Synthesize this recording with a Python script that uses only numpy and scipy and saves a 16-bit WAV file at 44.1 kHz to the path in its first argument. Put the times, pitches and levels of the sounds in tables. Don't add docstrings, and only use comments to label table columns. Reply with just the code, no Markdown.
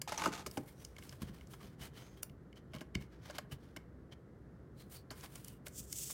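import sys
import numpy as np
from scipy import signal
from scipy.fft import rfft, irfft, next_fast_len
from scipy.io import wavfile
from scipy.ndimage import map_coordinates

SR = 44100
rng = np.random.default_rng(int(sys.argv[2]) if len(sys.argv) > 2 else 0)


def unload_wav(signal):
    wavfile.write(
        sys.argv[1],
        SR,
        np.round(np.clip(np.atleast_2d(signal).T, -1, 1) * 32767).astype(np.int16),
    )


N = 270321


def amp(db):
    return 10 ** (np.asarray(db) / 20)


def unit(x):
    return x / np.sqrt(np.mean(x ** 2) + 1e-20)


def fade(t, t60):
    return np.exp(-np.log(1000) * t / t60)


def swell(t, rise_s, fall_s):
    return 10 ** -(np.abs(np.where(t < 0, t / rise_s, t / fall_s)) ** 1.09)


def along(points, hz):
    f, v = np.transpose(points)
    return np.interp(np.log(hz + 1), np.log(f + 1), v)


def wobble(per_s):
    knots = rng.standard_normal(int(N * per_s / SR) + 4)
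    return map_coordinates(knots, [np.arange(N) * per_s / SR])


def butter(x, order, hz, kind="low"):
    return signal.sosfilt(signal.butter(order, hz, kind, fs=SR, output="sos"), x)


def filtered(x, response):
    size = next_fast_len(len(x) + SR // 4)
    return irfft(rfft(x, size) * response(np.fft.rfftfreq(size, 1 / SR)), size)[:len(x)]


def coloured(x, spectrum):
    return unit(filtered(x, lambda hz: amp(along(spectrum, hz))))


def ringing(x, modes):
    return filtered(x, lambda f: sum(
        (-1) ** k * amp(db) * 1j * f * width / (hz * hz - f * f + 1j * f * width)
        for k, (hz, width, db) in enumerate(modes)))


def detuned(modes):
    return [(hz * amp(0.12 * rng.normal()), width, db) for hz, width, db in modes]


def add(track, start_s, sound):
    part = track[max(round(start_s * SR), 0):][:len(sound)]
    part += sound[:len(part)]


def friction(per_s, spread_db, smooth):
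    slips = (rng.random(N) < per_s / SR) * rng.choice([-1, 1], N)
    sizes = amp(spread_db * np.clip(rng.standard_normal(N), -2, 2))
    return unit(unit(slips * sizes) + smooth * rng.standard_normal(N))


# mode in Hz, width in Hz, gain in dB.
BODY_MODES = [(175, 11, 4.5), (301, 81, -0.5), (458, 80, -.5), (646, 77, -0.5), (872, 60, 7),
              (1040, 120, -1.5), (1250, 79, 2.5), (1530, 54, 1), (2840, 59, -9)]
# frequency in Hz, relative level in dB.
GRIT_SPECTRUM = [(800, -13), (1800, 4), (2800, 2.5), (3400, 2.5), (5600, -1), (6020, 1), (6500, 0.5),
                 (9000, -8), (12000, -10.5), (16000, -19.5)]
# start in seconds, skid level in dB, skid t60 in seconds, knock level in dB, knock in Hz.
DRAG_JERKS = [(0.0755, -45.5, 0.6, -24, 880), (0.1191, -42.5, 0.15, -31, 940), (0.176, -37, 0.16, -29, 830),
              (0.2182, -35, 0.08, -21.5, 1090), (.235, -42.5, 0.2, -40, 1230),
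              (0.259, -24.5, 0.033, -8.5, 1240), (0.267, -40.5, 0.078, -51, 1480),
              (0.32, -50, 0.35, -31, 1430), (0.334, -51.5, 0.33, -29, 1430),
              (0.377, -49.5, 0.15, -41, 1260)]


def drag():
    out, t = np.zeros(N), np.arange(SR // 3) / SR
    judder_db, knock_t60_s = 4.5, 0.015
    slips = friction(per_s=1500, spread_db=3.5, smooth=0.55)
    slips = unit(slips * amp(judder_db * np.tanh(wobble(150))))
    grit = coloured(slips, GRIT_SPECTRUM)
    for start_s, skid_db, t60_s, knock_db, knock_hz in DRAG_JERKS:
        span = round(start_s * SR) + np.arange(len(t))
        skid = amp(skid_db) * (0.84 * fade(t, t60_s) + 0.86 * fade(t, 0.022)) * (1 - fade(t, 0.016))
        modes = detuned(BODY_MODES)
        body = butter(ringing(slips[span] * skid, modes), 2, hz=3200)
        body /= np.std(ringing(slips[span], modes))
        knock = np.sin(2 * np.pi * knock_hz * t) * fade(t, knock_t60_s) * (1 - fade(t, 0.0133))
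        grit_db = -1.5 + 3.5 * np.log2(t60_s / 0.29)
        add(out, start_s, body + amp(knock_db) * knock + amp(grit_db) * skid * grit[span])
    return out


# mode in Hz, width in Hz, gain in dB.
HOLDER_MODES = [(612, 50, 7.5), (1056, 73, 10), (1600, 97, 7.5), (2156, 185, 13), (3024, 280, 10),
                (4520, 140, 10.5), (5100, 620, 7), (7630, 3400, 8), (9850, 100000, -3)]
BAND_EDGES_HZ = [430, 1600, 5500, 16000]
# start in seconds, level in dB, brightness in dB, base t60 in seconds,
# favoured mode in Hz, its relative level in dB.
HOLDER_CONTACTS = [(0.0161, -47, 5.5, 0.016, 4780, -5.5), (0.1211, -46, -6, 0.015, 863, -3),
                   (.177, -46, -0.5, 0.053, 6020, 4), (0.4619, -46, 2, 0.037, 1224, -3.5),
                   (0.512, -65.5, 13, 0.011, 10540, 0), (0.572, -46.5, -1, 0.028, 810, 5),
                   (0.9835, -57, -1, 0.029, 1740, -15), (1.125, -58.5, -1.5, 0.025, 1650, -4),
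                   (1.2193, -55.5, 1.5, 0.012, 1080, 0.5), (1.5354, -57.5, -2, 0.023, 1320, -2),
                   (2.2308, -51.5, 4, 0.0072, 1400, -3.5), (2.7349, -57.5, -5.5, 0.029, 2180, -3),
                   (2.749, -57, -4, 0.017, 2980, -7), (2.761, -58, -4, 0.021, 3050, -2),
                   (2.808, -52.5, -3, 0.037, 2220, -17), (3.298, -54.5, -6, 0.032, 603, 5),
                   (3.383, -43.5, -2.5, 0.018, 720, -5), (3.763, -51, -2, 0.018, 1590, -1.5),
                   (5.1049, -49.5, -1.5, 0.065, 4500, -3), (5.3556, -56.5, 3, 0.022, 8900, 0.5),
                   (5.667, -51.5, 0.5, 0.016, 2090, -7)]


def holder_clicks():
    out, t = np.zeros(N), np.arange(SR // 12) / SR
    energy_scale = np.sqrt(0.01 / t[-1])
    for start_s, level_db, bright_db, t60_s, ping_hz, ping_db in HOLDER_CONTACTS:
        chatter = rng.choice([-1, 1], len(t))
        modes = detuned(HOLDER_MODES)
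        ping_t60_s = min(2 * t60_s, 28 / ping_hz)
        ping = np.sin(2 * np.pi * ping_hz * t) * fade(t, ping_t60_s) * (1 - fade(t, t60_s / 5))
        contact = amp(ping_db) * unit(ping)
        cutoff_hz = np.clip(160 / t60_s, 3000, SR / 2.2)
        bands = [(-bright_db, 1.6 * t60_s), (0, 0.21 * t60_s), (bright_db, 1.4 * t60_s)]
        for k, (band_db, band_t60_s) in enumerate(bands):
            blow = chatter * fade(t, band_t60_s) * (1 - fade(t, 0.19 * t60_s))
            tick = butter(unit(ringing(blow, modes)) + 0.4 * unit(blow), 1, cutoff_hz)
            contact += amp(band_db) * unit(butter(tick, 2, BAND_EDGES_HZ[k:k + 2], "band"))
        add(out, start_s, amp(level_db) * contact * energy_scale)
    return out


# landing in seconds, level in dB, centre in Hz.
EDGE_SNAPS = [(0.1822, -46.5, 6140), (.1955, -47, 1400), (.2198, -43.5, 2000), (0.258, -45, 4150),
              (0.277, -50, 7000), (0.337, -54, 3980), (0.8497, -49.5, 6540), (0.9657, -56, 1800),
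              (1.025, -59, 2500), (1.094, -53.5, 4800), (1.411, -61, 1590), (1.472, -66.5, 6100),
              (2.2319, -40.5, 13500), (2.297, -66, 3000), (2.529, -63.5, 2250), (2.559, -73, 3800),
              (2.743, -54, 2090), (2.785, -60.5, 3200), (2.9527, -38.5, 2300), (3.024, -60, 2100),
              (3.309, -57, 5940), (3.771, -51, 1700), (5.21, -59, 6000), (5.26, -58.5, 2600),
              (5.447, -52, 11000), (5.483, -52, 11300), (5.683, -54, 10000), (5.9278, -40.5, 8600),
              (6.11, -47.5, 11000)]


def edge_snaps():
    lead_s, rebound_s, rebound_db = 0.01, 0.00138, -6.5
    out, t = np.zeros(N), np.arange(SR // 12) / SR - lead_s
    energy_scale = np.sqrt(0.01 * SR / len(t))
    for land_s, level_db, centre_hz in EDGE_SNAPS:
        blow = 0.07 * rng.standard_normal(len(t)) * fade(np.abs(t), 0.016)
        add(blow, lead_s, np.ones(1))
        add(blow, lead_s + rebound_s, amp([rebound_db]))
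        snap = ringing(ringing(blow, HOLDER_MODES), [(centre_hz, 0.58 * centre_hz, 0)])
        add(out, land_s - lead_s, amp(level_db) * unit(snap) * energy_scale)
    return out


# mode in Hz, t60 in seconds, gain in dB.
TABLE_MODES = [(63.2, 0.19, 0), (84, 0.089, 7), (135.5, 0.12, 10)]
# start in seconds, level in dB, starting pitch in Hz.
MAT_BUMPS = [(.265, -26, 570), (0.28, -28, 385), (.465, -33.5, 473), (.576, -25.5, 400), (0.589, -35, 292),
             (1.219, -33.5, 243), (1.232, -31, 230), (1.296, -39.5, 244), (1.641, -38, 235),
             (1.808, -46.5, 173), (2.303, -51, 152), (2.748, -34, 255), (2.812, -37, 355),
             (2.956, -26, 232.5), (3.525, -48.5, 135), (3.767, -39, 410), (5.111, -40.5, 317),
             (5.802, -50.5, 160)]


def mat_bumps():
    out, t = np.zeros(N), np.arange(SR // 4) / SR
    sag_octaves, sag_s = 1.1, 0.011
    table = sum(amp(db) * np.sin(2 * np.pi * hz * t) * fade(t, t60) for hz, t60, db in TABLE_MODES)
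    for start_s, level_db, hz in MAT_BUMPS:
        pitch_hz = hz * 2 ** (-sag_octaves * (1 - np.exp(-t / sag_s)))
        push = np.sin(2 * np.pi * np.cumsum(pitch_hz) / SR) * fade(t, 11 / hz)
        dull_spectrum = [(35, -20), (0.35 * hz, 0), (0.85 * hz, -1), (2.3 * hz, -20), (4000, -55)]
        shudder = coloured(rng.standard_normal(len(t)), dull_spectrum) * fade(t, 0.1)
        table_gain = 0.33 * amp(-7.5 - 19 * np.log2(hz / 249))
        thud = 1.26 * push + 0.3 * shudder + table_gain * table
        add(out, start_s, amp(level_db) * thud * (1 - fade(t, 0.013)))
    return out


# frequency in Hz, relative level in dB.
RASP_SPECTRUM = [(200, 3), (500, 1), (1100, -2), (1600, -2.5), (2200, -2), (2750, -8), (3130, -3),
                 (3500, -6.5), (6000, -9.5), (8500, -25.5), (14000, -35)]
HISS_SPECTRUM = [(3000, -6.5), (6500, -8), (9000, -1.5), (10200, -3), (11500, -4.5), (15500, -3.5)]
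# peak in seconds, length in seconds, level in dB, relative hiss in dB,
# squeak in Hz, relative squeak in dB.
FINGER_STROKES = [(0.026, 0.09, -56, -6, 2200, -8), (0.524, 0.28, -74.5, 12.5, 3100, -13),
                  (0.679, 0.072, -73, 11.5, 2160, 5.5), (0.804, 0.24, -69, 2, 5850, -2),
                  (1.045, 0.27, -66.5, 4.5, 2570, -14), (1.223, 0.054, -52, -4.5, 3200, -11),
                  (1.278, 0.053, -58, -8, 2870, -11), (1.349, 0.2, -64.5, -3.5, 3040, -16),
                  (1.521, 0.094, -68, 8, 3240, -3), (1.607, 0.021, -72, -25, 1170, 21.5),
                  (1.632, 0.15, -58.5, -6, 3050, -14), (1.825, 0.089, -52.5, -1, 3030, -6),
                  (1.973, 0.14, -60.5, -6.5, 3050, -5), (2.043, 0.28, -65.5, -8.5, 6360, -6.5),
                  (2.177, 0.055, -70, -1, 3180, 1), (2.573, 0.046, -60.5, -12, 3080, -4),
                  (2.761, 0.14, -62, -8, 3000, -5), (3.013, 0.072, -60, -6, 2980, -19),
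                  (3.128, 0.088, -64.5, -16, 1620, -5), (3.259, 0.14, -55.5, -13, 3180, -20),
                  (3.355, 0.069, -52, -11, 2180, -15), (3.522, 0.045, -54, -3, 2950, -6),
                  (3.64, 0.31, -70.5, -10, 3390, -16), (4.124, 0.025, -52, -15.5, 3100, -4),
                  (4.799, 0.094, -64.5, 1.5, 4110, -2), (4.93, 0.1, -74.5, 22.5, 4450, -6),
                  (4.962, 0.078, -74, 2, 4450, 15.5), (5.18, 0.17, -65, 3.5, 4430, -18),
                  (5.239, 0.05, -53.5, -2, 1010, -5), (5.354, 0.22, -69, 9, 2800, -8),
                  (5.481, 0.13, -70.5, 12.5, 2890, 3), (5.668, 0.04, -59.5, 6.5, 3530, -20),
                  (6.102, 0.035, -54, -3, 2110, -12)]


def finger_rubs():
    out, t = np.zeros(N), np.arange(SR * 3 // 4) / SR - 0.25
    squeak_q, lift_s = 20, 0.012
    slips = friction(per_s=1800, spread_db=3.5, smooth=0.8)
    grip = amp(1.8 * wobble(130) + 1.2 * wobble(35))
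    rasp = grip * coloured(slips, RASP_SPECTRUM)
    hiss = grip * coloured(slips + rng.standard_normal(N), HISS_SPECTRUM)
    for peak_s, length_s, level_db, hiss_db, squeak_hz, squeak_db in FINGER_STROKES:
        span = np.clip(np.round((peak_s + t) * SR).astype(int), 0, N - 1)
        squeak = unit(ringing(rng.standard_normal(len(t)), [(squeak_hz, squeak_hz / squeak_q, 0)]))
        rub = 0.95 * rasp[span] + amp(squeak_db) * squeak + amp(hiss_db) * hiss[span]
        pressure = swell(t, rise_s=0.038 / 0.11 * length_s, fall_s=0.76 * length_s)
        touch = (1 - np.tanh((t - 0.85 * length_s) / lift_s)) / 2
        add(out, peak_s + t[0], amp(level_db) * rub * pressure * touch)
    return out


# frequency in Hz, relative level in dB.
SLEEVE_SPECTRUM = [(710, -54), (1200, -31), (1610, -20), (2250, -13.5), (3050, -7.5), (3660, -6.5),
                   (3910, -10.5), (5970, 1.5), (7740, 4.5), (10900, -5), (15300, -3), (16200, -14.5)]
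# peak in seconds, level in dB, length in seconds.
CARD_PUSHES = [(5.786, -46.5, 0.11), (6.002, -44.5, 0.25), (6.12, -46, 0.28)]


def card_slide():
    t = np.arange(N) / SR
    speed = sum(amp(level_db) * swell(t - peak_s, 0.53 * length_s, 0.47 * length_s)
                for peak_s, level_db, length_s in CARD_PUSHES)
    slips = friction(per_s=4500, spread_db=3, smooth=0.6)
    flicker = amp(1.3 * wobble(80))
    return speed * flicker * coloured(slips, SLEEVE_SPECTRUM)


# frequency in Hz, t60 in seconds.
ROOM_DECAY = [(150, 0.33), (1500, 0.37), (3500, 0.2), (7000, 0.14), (15000, 0.21)]


def reverb(x):
    hz, t, noise = signal.stft(rng.standard_normal(SR // 3), SR, nperseg=256)
    tail = signal.istft(noise * fade(t, along(ROOM_DECAY, hz)[:, None]), SR, nperseg=256)[1]
    response = np.pad(tail / np.linalg.norm(tail), (SR // 200, 0))
    return signal.fftconvolve(x, response)[:N]


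# frequency in Hz, relative level in dB.
VENTILATION_SPECTRUM = [(25, -12.5), (40, -7.5), (58, 5), (99, -2), (130, 3.5), (250, -5.5), (400, -7.5),
                        (630, -17), (850, -23.5), (1400, -23.5), (1950, -28.5), (2450, -40.5), (4200, -44),
                        (16000, -53.5)]


def ventilation():
    level_db = -55.5 + 0.12 * wobble(10)
    return amp(level_db) * coloured(rng.standard_normal(N), VENTILATION_SPECTRUM)


def scene():
    near = drag() + holder_clicks() + edge_snaps() + mat_bumps() + finger_rubs() + card_slide()
    return (near + amp(-16) * reverb(near) + ventilation())[None]


def record(dry):
    lean = butter(dry[0], 4, hz=45, kind="high")
    return filtered(lean, lambda hz: hz < 16100)[None]


dry = scene()
out = record(dry)
unload_wav(out)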